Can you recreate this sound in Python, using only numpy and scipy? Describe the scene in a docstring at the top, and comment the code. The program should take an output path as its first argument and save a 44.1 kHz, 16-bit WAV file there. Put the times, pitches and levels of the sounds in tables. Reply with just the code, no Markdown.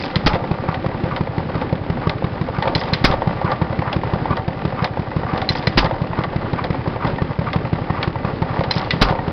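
"""A hit-and-miss open-crank engine runs in a paved yard. From the outset machinery drones and a second,
unseen engine thumps at nearly six beats a second. The open-crank engine's gears rattle, its governor
lets go, the valve gear rings, and at a quarter second one charge fires, overloading the microphone.
The flywheels then coast, with knocking bearings and a clanking push rod, until the next firing, about
every three seconds. Buildings return echoes of both engines."""
import sys
import numpy as np
from scipy import signal
from scipy.fft import rfft, irfft, next_fast_len
from scipy.io import wavfile
from scipy.ndimage import map_coordinates

SR = 44100
rng = np.random.default_rng(int(sys.argv[2]) if len(sys.argv) > 2 else 0)


def transcribe(u):
    """Save the signal u as a 16-bit wav file named by the first command-line argument.

    u: samples, shape (n,) or (channels, n), limited to [-1, 1]; the rate is SR.
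    q: integer samples, one column per channel.
    """
    v = np.clip(np.atleast_2d(u).T, -1, 1)
    q = np.round(v * 32767).astype(np.int16)
    wavfile.write(sys.argv[1], SR, q)


N = 411012

# Spectra of the sources. Each row: frequency in Hz, relative spectral density in dB.
DRONE_SPECTRUM = [(12, -50), (20, -10), (97, -5), (151, -3.5), (247, -4), (435, -9.5), (512, -9.5),
                  (633, -15.5), (944, -20.5), (1410, -21.5), (2000, -26), (5010, -39.5), (5500, -38.5),
                  (7150, -78), (12100, -120)]
EXHAUST_SPECTRUM = [(10, -50.5), (25, -27), (50, -9), (90, 0), (170, 3), (200, -2.5), (235, -25), (330, -8),
                    (520, -23.5), (680, -28), (1150, -29.5), (1500, -58.5), (5000, -58)]
PUFF_SPECTRUM = [(150, -0.5), (400, 4.5), (750, -2.5), (1150, 1), (1500, -13), (2000, -13.5), (5000, -22)]
TICK_SPECTRUM = [(500, -14), (1200, 1), (2000, 7), (3000, -3.5), (5000, -11.5)]
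SCRAPE_SPECTRUM = [(800, -20.5), (1500, -6.5), (2100, 3), (2700, 3), (3500, -0.5), (5200, -3)]
CLANK_SPECTRUM = [(400, -23.5), (1200, 0), (2000, 10), (2700, 2), (3500, 5.5), (4300, 0.5), (5200, -4)]
SPRING_SPECTRUM = [(1000, -27.5), (2000, -18), (3000, -7.5), (4200, -3.5), (5200, 5), (6000, 1)]
BLAST_SPECTRUM = [(60, 2.5), (250, -3), (600, -1.5), (1400, -4), (3000, -8), (4200, -9.5), (5500, -7)]
# Resonances of casting and cam follower. Each row: frequency in Hz, bandwidth in Hz, gain in dB.
IRON_MODES = [(527, 129, -1), (660, 148, -3), (764, 79, 1.5), (944, 159, 1.5), (1023, 193, -1),
              (1175, 62, -1), (1446, 190, -11), (1835, 88, -11), (2003, 41, -8.5)]
FOLLOWER_MODES = [(965, 65, 2.5), (1110, 84, 1.5), (1174, 55, 6), (1450, 220, -5.5), (2260, 370, -12)]
# Modes of the steel trip lever and the crank. Each row: frequency in Hz, level in dB, t60 in seconds.
LEVER_MODES = [(1990, -18, .07), (4090, -7, .04)]
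CRANK_MODES = [(530, 2, 0.05), (676, -10, 0.11), (768, -4.5, 0.044), (897, 3.5, 0.035), (1026, -1.5, 0.032),
               (1375, -6.5, .04), (1860, -1.5, 0.11), (2010, -10, .06)]

# The steady engine's drifting pace. Each row: time in seconds, exhaust strokes counted.
STEADY_PACE = [(-.013, 0), (1.0359, 6), (1.3795, 8), (1.8989, 11), (2.4119, 14), (3.0998, 18), (4.4789, 26),
               (4.9931, 29), (5.6724, 33), (7.2182, 42), (7.7292, 45), (8.0749, 47), (9.2784, 54)]
# Its valve taps. Each row: delay after the stroke in seconds, level in dB.
TAPPETS = [(.0025, 0), (.028, -5), (.0528, -5), (.1128, -5), (.1388, -6)]
# The open-crank flywheels coast, at first and after each firing.
# Each row: starting angle in turns, speed in turns per second, slowing in turns per second squared.
COASTS = [(1.05, 3.65, .67), (.102, 5.198, .669), (.072, 5.334, .731), (.147, 5.319, .638), (.1, 5.3, .67)]
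# The microphone moves from above the engine to its side.
# Each row: time in seconds, level of the running gear in dB, centre of the knocks' spectrum in Hz.
VIEWPOINT = [(0, -1.5, 536), (1.2, -1, 505), (2.2, -3.5, 540), (3.2, 2, 760), (5, -0.5, 773),
             (9.3, -0.5, 796)]
# Gear load over the two-turn cycle. Each row: crank angle in turns, rattle in dB, scrape in dB.
GEAR_LOAD = [(.15, -27.5, -47.5), (.24, -25.5, -38.5), (.33, -27, -52), (0.452, -22, -40), (.6, -22.5, -44),
             (.72, -33, -47), (1.33, -29.5, -47), (1.421, -24, -40.5), (1.6, -27.5, -45.5),
             (1.719, -29, -43.5)]
# The valve gear trips twice before each firing.
# Each row: start in seconds, strike in dB, low ring in dB, high ring in dB.
TRIPS = [(-0.025, -6.5, -13, 1), (0.1575, -5.5, -5.5, -11), (2.7508, -7, -13, -4.5), (2.9352, -1, -7, -8),
         (5.49, -5, -1, 0.5), (5.6713, -4.5, -5, -7), (8.7101, -6, -20.5, -1), (8.907, -1, 8.5, -16)]
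# The freed push rod chatters around each first trip, and forces the exhaust valve open after a firing.
# Each row: offset from that event in seconds, strike in dB, frame ring in dB.
RELEASE_CLANKS = [(-.073, -15.5, -14.5), (.03, -21, -29), (.062, -17, -16), (.085, -21, -24.5),
                  (.105, -24.5, -33), (.136, -25.5, -28.5)]
FIRING_CLANKS = [(.069, -16, -15), (.082, -19, -20)]
# The rod drops onto the governor's latch in idle cycles. Each row: start in seconds, level in dB.
LATCH_CLANKS = [(0.744, -18.5), (1.1633, -18), (1.6142, -19.5), (2.0951, -12.5), (2.6243, -12.5),
                (3.5164, -15.5), (3.9295, -12.5), (4.369, -19), (4.8435, -6), (5.3774, -19), (6.2369, -18),
                (6.6413, -15.5), (7.0699, -19), (7.5312, -13.5), (8.0287, -8)]
# Heavy blows hammer the bearings as the latch lets go before a trip, and after each firing. # Each row: start
# in seconds, level in dB, spectral centre in Hz.
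HEAVY_KNOCKS = [(0.355, -7.5, 527), (2.624, -11, 956), (2.655, -9, 668), (2.674, -8.5, 545),
                (3.139, -10, 530), (5.861, -12, 837), (5.91, -8.5, 650), (8.608, -7.5, 584),
                (9.124, -10, 528), (9.151, -13, 668)]
# Firings of the open-crank engine. Each row: start in seconds, level in dB.
FIRINGS = [(0.2642, -2), (3.0434, 2), (5.776, 2.5), (9.0167, 2)]
# Colour of the echoes. Each row: frequency in Hz, relative level in dB.
ECHO_SPECTRUM = [(100, -3), (300, -6.5), (650, 4.0), (1200, 5), (2500, -15), (5000, -16)]
# Reverberation of the yard. Each row: frequency in Hz, t60 in seconds.
YARD_DECAY = [(100, 0.64), (600, 0.83), (1500, 0.35), (5000, 0.18)]
# The microphone's treble response. Each row: frequency in Hz, gain in dB.
MIC_RESPONSE = [(5100, 0.5), (5500, -13.5), (5900, -16), (6200, -34), (6500, -83.5)]


def amp(db):
    """Amplitude ratio of a level in decibels."""
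    return 10 ** (np.asarray(db) / 20)


def unit(x):
    """Normalisation to rms 1."""
    return x / np.sqrt(np.mean(x ** 2) + 1e-20)


def along(points, hz):
    """Interpolation of (Hz, value) points on a logarithmic frequency axis."""
    knots, values = np.transpose(points)
    return np.interp(np.log(hz + 1), np.log(knots + 1), values)


def filtered(x, response):
    """Linear filtering: the spectrum of x times a frequency response."""
    size = next_fast_len(N + SR // 2)
    return irfft(rfft(x, size) * response(np.fft.rfftfreq(size, 1 / SR)), size)[:N]


def coloured(x, spectrum, size=8192):
    """Convolution with the minimum-phase, unit-energy response of a given spectrum."""
    cepstrum = irfft(np.log(amp(along(spectrum, np.fft.rfftfreq(size, 1 / SR)))))
    cepstrum[1:size // 2] *= 2
    cepstrum[size // 2 + 1:] = 0
    response = irfft(np.exp(rfft(cepstrum)))
    return signal.fftconvolve(x, response / np.linalg.norm(response))[:N]


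def resonate(x, modes):
    """Forced vibration: x drives parallel damped resonators of alternating sign."""
    return filtered(x, lambda f: sum(
        (-1) ** k * amp(db) * 1j * f * width / (hz * hz - f * f + 1j * f * width)
        for k, (hz, width, db) in enumerate(modes)))


def add(track, s, sound):
    """Superposition of a sound on the track at s seconds."""
    start = round(s * SR)
    part = sound[max(-start, 0):max(N - start, 0)]
    track[max(start, 0):][:len(part)] += part


def bursts(rows, t60, tail_db, tail_t60):
    """Impact noise: each (seconds, dB) row starts an exponential decay with a weaker tail."""
    track, t = np.zeros(N), np.arange(SR // 4) / SR
    envelope = amp(-60 * t / t60) + amp(tail_db - 60 * t / tail_t60)
    for s, db in rows:
        add(track, s, amp(db) * envelope * rng.standard_normal(len(t)))
    return track


def distant_machinery(knots_per_s=14):
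    """Amplitude modulation: a smooth random swell makes the low, far-off drone uneven."""
    knots = rng.standard_normal(int(N * knots_per_s / SR) + 4)
    swell_db = 1.6 * map_coordinates(knots, [np.arange(N) * knots_per_s / SR])
    return amp(-28.5 + swell_db) * unit(coloured(rng.standard_normal(N), DRONE_SPECTRUM))


def exhaust_beats():
    """Near-periodic strokes of the steady engine. Each row: start in seconds, level in dB."""
    s, counted = np.transpose(STEADY_PACE)
    times = np.interp(np.arange(counted[-1] + 1), counted, s)
    return list(zip(times, rng.normal(-1.56, 1.02, len(times))))


def strokes(beats, lag, scatter_db):
    """An impulse train of uneven strength, lag seconds behind the beats."""
    track = np.zeros(N)
    for s, db in beats:
        add(track, s + lag, amp([rng.normal(db, scatter_db)]))
    return track


def steady_engine(beats, intake_lag_s=.0902, wall_delay_s=.0245):
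    """Pulsating flow radiates: each cycle expels a slug of gas and gulps air half a cycle later."""
    exhaust = amp(15) * coloured(strokes(beats, lag=.00037, scatter_db=.66), EXHAUST_SPECTRUM)
    t = np.arange(SR // 8) / SR - intake_lag_s
    # the air in the inlet swings as the valve opens and shuts
    gulp = np.exp(-((t - .001) / .0065) ** 2) * np.cos(2 * np.pi * 122 * t)
    intake = amp(-14.7) * signal.fftconvolve(strokes(beats, lag=0, scatter_db=.7), gulp)[:N]
    jets = [(s + .0015, db + rng.normal(0, 1.5)) for s, db in beats]
    puff = amp(-18) * coloured(bursts(jets, t60=.034, tail_db=-20, tail_t60=.1), PUFF_SPECTRUM)
    taps = [(s + lag + rng.normal(0, .0007), db + rng.normal(0, 2.2))
            for s, _ in beats for lag, db in TAPPETS]
    valves = amp(-29.5) * coloured(bursts(taps, t60=.037, tail_db=-26, tail_t60=.042), TICK_SPECTRUM)
    thumps = exhaust + intake + puff
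    wall_echo = filtered(thumps, lambda hz: np.exp(-2j * np.pi * hz * wall_delay_s) / (1 + 1j * hz / 500))
    return valves + thumps + amp(-11) * wall_echo


def crank_angle():
    """Uniform deceleration: firings kick the flywheels and friction slows them. The angle is in turns."""
    t, angle = np.arange(N) / SR, np.zeros(N)
    for start, (turns, speed, slowing) in zip([0] + [s for s, _ in FIRINGS], COASTS):
        age = t - start
        angle = np.where(age >= 0, turns + speed * age - slowing * age ** 2 / 2, angle)
    return angle


def nearness_db(s):
    """The level of the running gear depends on the microphone's position at s seconds."""
    return np.interp(s, *np.transpose(VIEWPOINT)[:2])


def contacts(per_s, spread_db):
    """Shot noise: random metal contacts of uneven force, at rms 1."""
    hit = rng.random(N) < per_s / SR
    return unit(hit * rng.standard_normal(N) * amp(spread_db * rng.standard_normal(N)))


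def gears(angle, lead_s=.19, width_s=.44):
    """Backlash and friction: loose gears rattle the frame, cam and rod scrape, both harder under load."""
    t = np.arange(N) / SR
    turns, *levels = np.transpose(GEAR_LOAD)
    rattle_db, scrape_db = [np.interp(angle, turns, db, period=2) + nearness_db(t) for db in levels]
    # extra load around compression and firing
    load = sum(np.exp(-((t - s + lead_s) / width_s) ** 2) for s, _ in FIRINGS)
    rattle = unit(resonate(contacts(per_s=600, spread_db=2.5), IRON_MODES))
    scrape = unit(coloured(contacts(per_s=2500, spread_db=0), SCRAPE_SPECTRUM))
    return amp(rattle_db + 2 * load - 5) * rattle + amp(scrape_db + 7 * load - 3) * scrape


def valve_gear():
    """Free vibration: the lever snaps over and rings in two modes; the spring sings with the higher."""
    ring, t = np.zeros(N), np.arange(SR // 4) / SR
    for s, _, *ring_db in TRIPS:
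        for (hz, db, t60), strength_db in zip(LEVER_MODES, ring_db):
            add(ring, s, amp(db + strength_db - 60 * t / t60) * np.sin(2 * np.pi * hz * t))
    strike = bursts([row[:2] for row in TRIPS], t60=.041, tail_db=-19, tail_t60=.44)
    zing = bursts([(s, high_db) for s, _, _, high_db in TRIPS], t60=.048, tail_db=-13, tail_t60=.063)
    return ring + amp(-10) * coloured(strike, CLANK_SPECTRUM) + amp(-8) * coloured(zing, SPRING_SPECTRUM)


def valve_spring():
    """Repeated impact: the spring bounces and buzzes after the first trip of each pair."""
    t = np.arange(N) / SR
    shake = sum(amp(db) * np.exp(-((t - s - .06) / .082) ** 2) for s, db, *_ in TRIPS[::2])
    bounces = [(s + rng.uniform(.013, .11), rng.normal(0, 4.8))
               for s, *_ in TRIPS[::2] for _ in range(10)]
    buzz = bursts(bounces, t60=.017, tail_db=-21, tail_t60=.08)
    return amp(-16.5) * shake * coloured(buzz, SPRING_SPECTRUM)


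def following(events, pattern):
    """Time shifting: the pattern's rows recur at each event."""
    return [(s + lag, *rest) for s, *_ in events for lag, *rest in pattern]


def push_rod(frame_db=-14.5):
    """Impact excitation: steel strikes steel, and the iron frame resonates under it."""
    idle = [(s, db, frame_db + nearness_db(s)) for s, db in LATCH_CLANKS]
    clanks = idle + following(TRIPS[::2], RELEASE_CLANKS) + following(FIRINGS, FIRING_CLANKS)
    s, strike_db, body_db = np.transpose(clanks)
    strike = coloured(bursts(zip(s, strike_db), t60=.022, tail_db=-13, tail_t60=.12), CLANK_SPECTRUM)
    body = resonate(bursts(zip(s, body_db), t60=.086, tail_db=-8, tail_t60=.079), IRON_MODES)
    return amp(-4.5) * strike + amp(10.5) * body


def passes(angle, t):
    """Times at which a rising angle passes a whole number."""
    return t[1:][np.diff(np.floor(angle)) > 0]


def piston_knocks(angle, return_turns=.555, scatter_db=.94, scatter_octaves=.15):
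    """The piston reverses twice a turn. Each row: start in seconds, level in dB, centre in Hz."""
    t = np.arange(N) / SR
    view_s, _, view_hz = np.transpose(VIEWPOINT)
    outward = [(s, -14, np.interp(s, view_s, view_hz)) for s in passes(angle, t)]
    inward = [(s, -20.5, 520) for s in passes(angle - return_turns, t)]
    return [(s, rng.normal(db + nearness_db(s), scatter_db), hz * 2 ** rng.normal(0, scatter_octaves))
            for s, db, hz in outward + inward]


def bearings(blows, attack_s=.0007):
    """Modal ringing: bearing play knocks the crank, exciting most the modes near each blow's centre."""
    knocks, t = np.zeros(N), np.arange(SR // 4) / SR
    hz, db, t60 = np.transpose(CRANK_MODES)[:, :, None]
    for s, blow_db, centre_hz in blows:
        strength = amp(db + rng.normal(0, .97, hz.shape) - 10 * np.log2(hz / centre_hz) ** 2)
        detuned_hz = hz * rng.normal(1, .015, hz.shape)
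        phase = 2 * np.pi * (detuned_hz * t + rng.random(hz.shape))
        ring = np.sum(strength * amp(-60 * t / t60) * np.sin(phase), axis=0) / np.linalg.norm(strength)
        add(knocks, s, amp(blow_db + 1.5) * ring * (1 - np.exp(-t / attack_s)))
    ticks = bursts([row[:2] for row in blows], t60=.039, tail_db=-17.5, tail_t60=.23)
    return knocks + amp(-18.5) * coloured(ticks, TICK_SPECTRUM)


def firings():
    """Pipe resonance and turbulence: a pressure wave rings the open exhaust and a short jet roars."""
    wave, jet, t = np.zeros(N), np.zeros(N), np.arange(SR // 4) / SR
    push = amp(8 - 60 * t / .015) * np.sin(2 * np.pi * 212 * t)
    surge = amp(-10 - 60 * t / .17) * np.sin(2 * np.pi * 46 * t)  # gas swings back in the pipe
    boom = amp(-4.5 - 60 * t / .045) * np.sin(2 * np.pi * 270 * t)  # the pipe rings on
    crack = np.exp(-((t - .0118) / .006) ** 2)
    flow = crack + amp(-6 - 60 * t / .14) * (1 - np.exp(-t / .002))
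    for s, db in FIRINGS:
        add(wave, s, amp(db) * (push + boom + surge))
        add(jet, s - .003, amp(db) * flow * rng.standard_normal(len(t)))  # the opening valve hisses
    return wave + amp(-.5) * coloured(jet, BLAST_SPECTRUM)


def cam(angle, lobe_turns=.29, width_s=.023):
    """Contact noise: the follower chatters and resonates as it rides the lobe every second turn."""
    t = np.arange(N) / SR
    lobes = passes((angle - lobe_turns) / 2, t)
    pressure = sum(amp(-26 + nearness_db(s)) * np.exp(-((t - s) / width_s) ** 2) for s in lobes)
    return pressure * unit(resonate(contacts(per_s=1400, spread_db=2.5), FOLLOWER_MODES))


def echoes(x, delay_s):
    """Diffuse reflection from walls and parked vehicles; the treble dies first."""
    hz, t, noise = signal.stft(rng.standard_normal(SR // 2), SR, nperseg=256)
    colour = amp(along(ECHO_SPECTRUM, hz))[:, None]
    decay = amp(-60 * t / along(YARD_DECAY, hz)[:, None])
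    tail = signal.istft(noise * colour * decay, SR, nperseg=256)[1]
    reflected = np.zeros(N)
    add(reflected, delay_s, signal.fftconvolve(x, tail / np.linalg.norm(tail)))
    return reflected


def scene():
    """Superposition of both engines, the echoes and the drone in one channel."""
    angle = crank_angle()
    clatter = push_rod() + bearings(HEAVY_KNOCKS + piston_knocks(angle)) + valve_gear() + valve_spring()
    bangs = firings()
    reflected = amp(-20) * echoes(clatter, delay_s=.015) + amp(-23) * echoes(bangs, delay_s=.03)
    engines = steady_engine(exhaust_beats()) + clatter + cam(angle) + gears(angle) + bangs
    return (engines + reflected + distant_machinery())[None]


def record(dry, top_hz=15760):
    """Overload: the microphone clips the bangs and passes little above 5 kHz; overshoots clip again."""
    x = np.clip(dry[0], -.67, .67)
    x = filtered(x, lambda hz: amp(along(MIC_RESPONSE, hz)))
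    x = np.clip(x, -.73, .73)
    return filtered(x, lambda hz: hz < top_hz)[None]


dry = scene()
out = record(dry)
transcribe(out)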